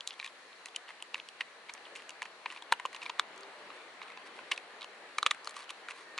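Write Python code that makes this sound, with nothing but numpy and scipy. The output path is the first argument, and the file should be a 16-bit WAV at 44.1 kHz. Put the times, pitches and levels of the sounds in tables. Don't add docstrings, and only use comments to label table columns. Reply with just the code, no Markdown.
import sys
import numpy as np
from scipy import signal
from scipy.fft import rfft, irfft, next_fast_len
from scipy.io import wavfile
from scipy.ndimage import uniform_filter1d, map_coordinates

SR = 44100
rng = np.random.default_rng(int(sys.argv[2]) if len(sys.argv) > 2 else 0)


def ratio(d):
    e = np.asarray(d, float) / 20
    return 10 ** e


def master_out(mix):
    frames = np.transpose(np.atleast_2d(mix))
    ceiling = np.clip(frames, -1, 1)
    pcm = np.round(ceiling * 32767).astype(np.int16)
    wavfile.write(sys.argv[1], SR, pcm)


N = 273067


def unit(x):
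    return x / np.sqrt(np.mean(x ** 2) + 1e-20)


def crest(x):
    return x / (np.abs(x).max(axis=-1, keepdims=True) + 1e-20)


def along(points, hz):
    f, v = np.transpose(points)
    return np.interp(np.log(hz + 1), np.log(f + 1), v)


def curves(rows):
    s, *cols = np.transpose(rows)
    return [np.interp(np.arange(N) / SR, s, c) for c in cols]


def wobble(rate):
    knots = rng.standard_normal(int(N * rate / SR) + 4)
    return map_coordinates(knots, [np.arange(N) * rate / SR])


def filtered(x, response):
    n = x.shape[-1]
    m = next_fast_len(n + 4096)
    return irfft(rfft(x, m) * response(np.fft.rfftfreq(m, 1 / SR)), m)[..., :n]


def peak(f, centre_hz, width_hz):
    return 1j * f * width_hz / (centre_hz ** 2 - f * f + 1j * f * width_hz)


def body(f, modes, shift=1):
    return sum((-1) ** k * ratio(db) * peak(f, centre * shift, width)
               for k, (centre, width, db) in enumerate(modes))


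# f/Hz, likeness [0..1]
LIKENESS = [(60, 0.36), (220, 1), (830, 0.87), (3090, 0.097), (11500, 0.02)]


def rush(spectrum, patchy_db):
    z = signal.stft(rng.standard_normal((2, N)), nperseg=512)[2]
    patches = uniform_filter1d(rng.standard_normal(z.shape[1:]), size=5, axis=0)
    patches = uniform_filter1d(patches, size=14, axis=1)
    pair = signal.istft(z * ratio(patchy_db * unit(patches)), nperseg=512)[1][:, :N]

    def mid_side(hz):
        angle = np.arccos(np.clip(along(LIKENESS, hz), -1, 1)) / 2
        return ratio(along(spectrum, hz)) * [np.cos(angle), np.sin(angle)]

    mid, side = filtered(pair, mid_side)
    return unit(np.array([mid + side, mid - side]))


# t/s, level/dB
TRAFFIC_NEARNESS = [(0, -3), (.4, -2), (1.1, -1.5), (1.7, -1.5), (1.96, -0.35), (2.35, -1.5), (3.1, 0.5),
                    (3.35, 1.5), (3.85, 1), (4.15, 0.2), (4.4, 1.5), (4.9, 0.14), (5.4, 0.36), (6.19, -0.8)]
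# f/Hz, level/dB per Hz
DRONE_SPECTRUM = [(65, -38), (110, -24), (354, -4.5), (387, -4.5), (419, -3.5), (461, -0.5), (900, -11),
                  (1170, -10), (1980, -120)]
# f/Hz, level/dB per Hz
WASH_SPECTRUM = [(350, -33.5), (600, -5), (1090, -2), (1440, -2.5), (1770, -1), (3210, -8.5), (4300, -14.5),
                 (5000, -26), (6500, -55), (11000, -120)]
# f/Hz, level/dB per Hz
AIR_SPECTRUM = [(2470, -28.5), (4200, -1.5), (4990, -10), (10400, -17), (11000, -16), (14300, -57),
                (22000, -120)]
WASH_DB, DRONE_DB, AIR_DB = -55, -60.5, -63.5
DRONE_GROWS, TRAFFIC_LEFT_DB = 2.1, 2.15
HISS_TOP_HZ = 11080


def outdoors():
    near_db, = curves(TRAFFIC_NEARNESS)
    drone_db = DRONE_DB + DRONE_GROWS * near_db + .8 * wobble(6)
    drone = ratio(drone_db) * rush(DRONE_SPECTRUM, patchy_db=1.5)
    wash_db = WASH_DB + near_db + 1.5 + .5 * wobble(8)
    wash = ratio(wash_db) * rush(WASH_SPECTRUM, patchy_db=1.2)
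    hiss = ratio(AIR_DB + .6 * wobble(5)) * rush(AIR_SPECTRUM, patchy_db=1.2)
    lean = ratio([[TRAFFIC_LEFT_DB / 2], [-TRAFFIC_LEFT_DB / 2]])
    return filtered((drone + wash) * lean + hiss,
                    lambda f: (f < HISS_TOP_HZ) / np.sqrt(1 + (85 / (f + 1)) ** 4))


# start t/s, length t/s, start f/Hz, end f/Hz, level/dB
VEHICLE_WHINES = [
    (3.35, .17, 392, 386, -60),
    (3.39, .1, 515, 530, -61),
    (3.51, .2, 610, 600, -61),
    (6.06, .105, 1845, 1840, -56),
]


def whines():
    t, out = np.arange(N) / SR, np.zeros(N)
    for start, length, from_hz, to_hz, db in VEHICLE_WHINES:
        u = np.clip((t - start) / length, 0, 1)
        pitch_hz = from_hz + (to_hz - from_hz) * u + 5 * wobble(25)
        tone = np.sqrt(2) * np.sin(2 * np.pi * np.cumsum(pitch_hz) / SR)
        out += ratio(db) * np.sqrt(np.sin(np.pi * u).clip(0)) * tone
    return out


# f/Hz, time to fall 60 dB t/s
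DECK_DECAY = [(500, 0.1), (2000, 0.081), (8000, 0.08)]


def deck(x):
    hz, t, z = signal.stft(rng.standard_normal((2, SR // 5)), SR, nperseg=128)
    fade = ratio(-60 * t / along(DECK_DECAY, hz)[:, None])
    tail = signal.istft(z * fade, SR, nperseg=128)[1]
    late = np.pad(x, (60, 0))[None]
    return signal.fftconvolve(late, tail / np.linalg.norm(tail[0]), axes=1)[:, :N]


# start t/s, end t/s, level/dB
GRIND_STROKES = [(.08, 0.134, -69), (0.162, 0.31, -59), (0.656, 0.687, -54), (0.875, 0.923, -60),
                 (1.136, 1.197, -58), (1.69, 1.71, -54), (1.955, 2.012, -59), (2.462, 2.6, -57.5),
                 (3.01, 3.09, -53), (3.16, 3.21, -81), (3.69, 3.87, -62.5), (4.012, 4.133, -70),
                 (4.255, 4.282, -52), (4.34, 4.414, -59), (4.51, 4.553, -47), (4.8, 4.853, -65),
                 (5.45, 5.533, -55.5), (5.535, 5.64, -50.5), (5.886, 5.925, -49), (5.932, 6.046, -54.5),
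                 (1.393, 1.43, -54)]
# first t/s, last t/s, level/dB, ring f/Hz, brightness level/dB
CHIP_RUNS = [(0.0866, 0.099, -45.5, 3880, 6), (0.126, 0.138, -45.5, 3150, -2),
             (0.194, 0.2125, -37.5, 2950, -6), (0.254, 0.276, -41.5, 2370, -3),
             (0.883, 0.897, -46.5, 2280, -21), (1.16, 1.188, -42, 2320, -19),
             (1.687, 1.6985, -41.5, 2570, -18), (1.853, 1.8686, -45, 2530, -27),
             (1.9537, 1.9716, -42.5, 2450, 6), (1.995, 2.002, -47.5, 2150, -23),
             (2.237, 2.2624, -43, 2120, -1.5), (2.51, 2.5743, -37.5, 2260, -19),
             (2.93, 2.963, -38.5, 2120, 2), (3.018, 3.0567, -36, 3400, -20),
             (3.1712, 3.188, -43, 1800, -32), (3.362, 3.408, -57, 2600, 13.5),
             (4.027, 4.032, -42.5, 3240, -6), (4.0815, 4.1193, -41.5, 2450, -8),
             (4.81, 4.8286, -38, 3020, -10), (5.4564, 5.494, -44.5, 3680, 13),
             (5.564, 5.5906, -43.5, 2600, 7), (5.622, 5.642, -45.5, 4050, 2),
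             (5.693, 5.703, -36, 3000, -2.5), (5.893, 5.917, -40, 2500, -4)]
# f/Hz, width f/Hz, level/dB
TEETH_MODES = [(1850, 330, 4.5), (2450, 1410, 6), (3560, 2000, 1.5), (4740, 650, -12)]
# f/Hz, width f/Hz, level/dB
SPLINTER_MODES = [(5740, 660, -19), (6330, 2420, 12), (8750, 4600, 10.5), (10500, 180, 13)]


def crumbs():
    t = np.arange(N) / SR
    run_ends = np.round(np.transpose(CHIP_RUNS)[:2].ravel() * SR).astype(int)
    near = np.bincount(run_ends, minlength=N)
    effort = ratio(-65.0) * signal.fftconvolve(near, np.hanning(SR // 20), "same").clip(0) ** .5
    for start, end, db in GRIND_STROKES:
        u = np.clip((t - start) / (end - start), 0, 1)
        effort += ratio(db) * np.sin(np.pi * u).clip(0) ** .5
    chance = rng.random((3, N))
    size = ratio(-3 * np.log(chance[1] + 1e-3)) * np.sign(chance[2] - .5)
    grains = (chance[0] < 2500 / SR) * size

    def mouth(f):
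        tone = body(f, TEETH_MODES) + ratio(-17.0) * body(f, SPLINTER_MODES) + ratio(20.5) * peak(f, 1065, 130)
        return tone * peak(f, 4200, 4000) * (f < HISS_TOP_HZ)

    return effort * unit(filtered(grains, mouth))


# t/s, level/dB, ring f/Hz, mouth cavity level/dB, brightness level/dB
PELLET_BITES = [(.0747, -23, 3920, -34, 4.5), (0.7614, -25, 3120, -34, 5), (1.1441, -21.5, 2760, -14, -8.5),
                (1.4078, -24.5, 1850, -14.5, -32), (1.4096, -28, 2950, -32, -1),
                (2.22, -25, 2180, -12, -5.5), (2.459, -27, 2150, -3.2, -61),
                (2.7229, -15, 3930, -1.6, -6.5), (2.7249, -12.5, 1510, -22, -3),
                (2.8528, -30, 3000, 5.5, -8), (3.062, -29, 2470, -12.5, -16),
                (3.1959, -16, 3600, 0.4, -2.5), (4.5148, -21, 2140, -13, -6.5),
                (4.5175, -19, 2140, -16, -1.5), (4.5204, -18.5, 2800, -24, -28), (5.183, -28, 4070, -19, 0),
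                (5.1842, -20, 2230, -3, 0.5), (5.229, -20.5, 3740, -0.2, -2), (5.2631, -11, 1730, -8, -11),
                (5.2637, -17, 3520, -7, -1.5), (5.2694, -26, 3550, -4, 1), (5.3099, -17, 3430, -15, -4),
                (5.3125, -19, 1740, -4, 1), (6.1844, -27, 2450, -6, -11)]
# t/s, level/dB, ring f/Hz, brightness level/dB
FRONT_SNAPS = [(.0074, -28.5, 3300, -8), (.107, -31.5, 3400, -16), (0.1193, -41, 3080, -21),
               (.199, -28, 2250, -24), (0.228, -30, 2230, -25), (0.245, -30, 2600, -1),
               (0.2625, -33, 2490, -1), (0.53, -44.5, 2900, -29), (.658, -33.5, 2500, 7),
               (.7476, -39, 2760, -31), (1.0242, -30.5, 3040, 3.2), (1.1549, -29.5, 1870, -22),
               (1.1988, -31.5, 2920, -24), (1.2878, -36.5, 3060, 4), (1.738, -42, 4760, 19),
               (1.9578, -37, 3000, -5), (2.0213, -43, 2800, 0), (2.0934, -34.5, 3000, 7.5),
               (2.1055, -39.5, 2830, 6.5), (0.562, -50, 4480, -17), (2.502, -34.5, 2760, -11),
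               (3.433, -39.5, 4400, -7), (1.7774, -44, 2800, -23), (4.562, -40, 3750, -2),
               (4.5772, -29.5, 2780, -4), (5.347, -34.5, 1500, -3), (5.446, -36, 4800, 5),
               (5.5087, -43.5, 4430, 8), (5.8856, -29.5, 1400, -9), (5.9088, -32.5, 2150, -5)]
# t/s, level/dB, ring f/Hz, brightness level/dB
BACK_CHEWS = [(0.6853, -40.5, 3420, -2), (.89, -36.5, 1890, -19), (0.905, -37.5, 1910, -12),
              (1.0031, -45.5, 2990, -21), (1.4167, -36, 2690, -17), (1.6953, -32.5, 2500, -22),
              (1.7495, -41.5, 2100, -5), (2.228, -32.5, 2840, 2), (2.2562, -34.5, 1830, -12),
              (2.5235, -38.5, 2000, 4.5), (2.562, -37, 2450, -23), (2.623, -35.5, 3470, -2),
              (2.7359, -30, 2900, -15), (2.7981, -27.5, 1360, -9), (2.8585, -29.5, 3080, 0),
              (2.9469, -32.5, 2970, -5), (3.0326, -40, 2690, 5), (3.0959, -31, 2640, -3),
              (3.0991, -30.5, 3060, 0), (3.7032, -41.5, 2800, -25), (4.0167, -35.5, 2050, -20),
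              (4.174, -37, 2740, -9), (4.3899, -35.5, 1470, -32), (4.5298, -34, 2560, -18),
              (4.8189, -38, 2820, -12), (4.844, -33.5, 2920, -3), (5.4733, -30, 4200, -2),
              (5.5665, -40, 3480, 10), (5.7059, -32.5, 3570, 2.5), (6.1788, -29, 2850, 1.5)]
SNAP_MOUTH_DB, CHEW_MOUTH_DB, CHIP_MOUTH_DB = -20.5, -6.5, -12
BITE_MS, SNAP_MS, CHEW_MS, CHIP_MS = 1.77, 1.35, 1.77, 2.35
TICK_MS, TICK_DB = 5.9, -27
CHIP_DB, CHIP_HZ = 2.5, 0.19


def breaks():
    rows = [(*bite, BITE_MS) for bite in PELLET_BITES]
    rows += [(s - TICK_MS / 1000, db + TICK_DB, hz, CHIP_MOUTH_DB, bright, CHIP_MS)
             for s, db, hz, _, bright in PELLET_BITES]
    rows += [(s, db, hz, SNAP_MOUTH_DB, bright, SNAP_MS) for s, db, hz, bright in FRONT_SNAPS]
    rows += [(s, db, hz, CHEW_MOUTH_DB, bright, CHEW_MS) for s, db, hz, bright in BACK_CHEWS]
    places = rng.random(len(CHIP_RUNS))
    scatter = rng.standard_normal((len(CHIP_RUNS), 3, 2))
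    for (first, last, db, hz, bright), place, vary in zip(CHIP_RUNS, places, scatter):
        for u, (loud, pitch) in zip((0, (1 + 2 * place) / 4, 1), vary):
            rows.append((first + u * (last - first), db + CHIP_DB * loud, hz * np.exp(CHIP_HZ * pitch),
                         CHIP_MOUTH_DB, bright, CHIP_MS))
    return np.array(rows)


# t/s, pitch f/Hz, width f/Hz, openness for small pieces level/dB
MOUTH_SHAPE = [(0, 980, 250, -3), (1.3, 980, 199, -1.5), (2.45, 970, 126, 0.2), (2.75, 952, 108, -1.5),
               (2.85, 1070, 152, -4), (3.1, 1000, 171, 3.5), (3.2, 1204, 500, 12), (4.5, 990, 200, -1),
               (5.2, 1236, 240, -.6), (5.47, 1175, 110, 7.5), (5.6, 1110, 110, 8), (5.7, 1150, 200, 0),
               (6.19, 1070, 298, 1)]
CRUMBLE = 0.096
THUD_DB, THUD_MS = -31, 0.52


def cracks():
    s, level_db, ring_hz, mouth_db, bright_db, base_ms = breaks().T[:, :, None]
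    length_ms = base_ms * ratio(-CRUMBLE * bright_db)
    lead = SR // 200
    t = (np.arange(SR // 25) - lead) / SR * 1000
    chance = rng.random((len(s), 2, len(t)))
    shift = np.exp(.06 * rng.standard_normal((len(s), 3)))

    fade_db = np.where(t < 0, 22 * t, -7 * t) / np.clip(length_ms, .2, 9)
    train = (chance[:, 0] < 2500 / SR) * (2 * chance[:, 1] - 1) * ratio(fade_db)
    train[:, lead] = -1

    ring_width_hz = (0.11 + 0.091 / np.clip(length_ms, .5, 9)) * ring_hz

    def pellet_and_teeth(f):
        tone = peak(f, ring_hz, ring_width_hz) + ratio(-8.5) * body(f, TEETH_MODES, shift[:, :1])
        return tone * peak(f, ring_hz, 1400) * peak(f, 3600, 5300)

    mouth_s, *shape = np.transpose(MOUTH_SHAPE)
    mouth_hz, width_hz, open_db = (np.interp(s, mouth_s, v) for v in shape)
    small = (np.arange(len(s)) >= len(PELLET_BITES))[:, None]
    mouth_db = mouth_db + open_db * small

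    def cavity(f):
        jaw = ratio(-17) * peak(f, 575, 130) * peak(f, 575, 400)
        return peak(f, mouth_hz, width_hz) * peak(f, mouth_hz, 790) + jaw

    def splinters(f):
        return body(f, SPLINTER_MODES, shift[:, 1:2]) * peak(f, 4500, 5000)

    ring = crest(filtered(train, pellet_and_teeth))
    hollow = crest(filtered(train * ratio(-5 * np.abs(t)), cavity))
    bright = crest(filtered(train, splinters))
    sound = ratio(level_db + 1.0) * (ring + ratio(mouth_db + 0.5) * hollow + ratio(bright_db - 6.0) * bright)
    push = (t / THUD_MS).clip(0)
    sound += ratio(level_db + THUD_DB) * push * (2 - push) * np.exp(-push)

    at = (np.round(s * SR).astype(int) + np.arange(len(t))).ravel()
    sides = [sound * shift[:, 2:] ** (0.93 * side) for side in (1, -1)]
    return np.array([np.bincount(at, v.ravel(), N + SR)[lead:][:N] for v in sides])


def scene():
    chew = cracks() + crumbs()
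    return chew + ratio(-19.0) * deck(chew.mean(axis=0)) + outdoors() + whines()


def roll_off(x):
    return signal.sosfilt(signal.butter(12, 12100, fs=SR, output="sos"), x)


def record(dry):
    delay = np.array([[0], [.8]]) / SR

    def ports(f):
        return np.exp(-2j * np.pi * f * delay) / np.sqrt(1 + (f / 11200) ** 64)

    return roll_off(filtered(dry, ports))


dry = scene()
out = record(dry)
master_out(out)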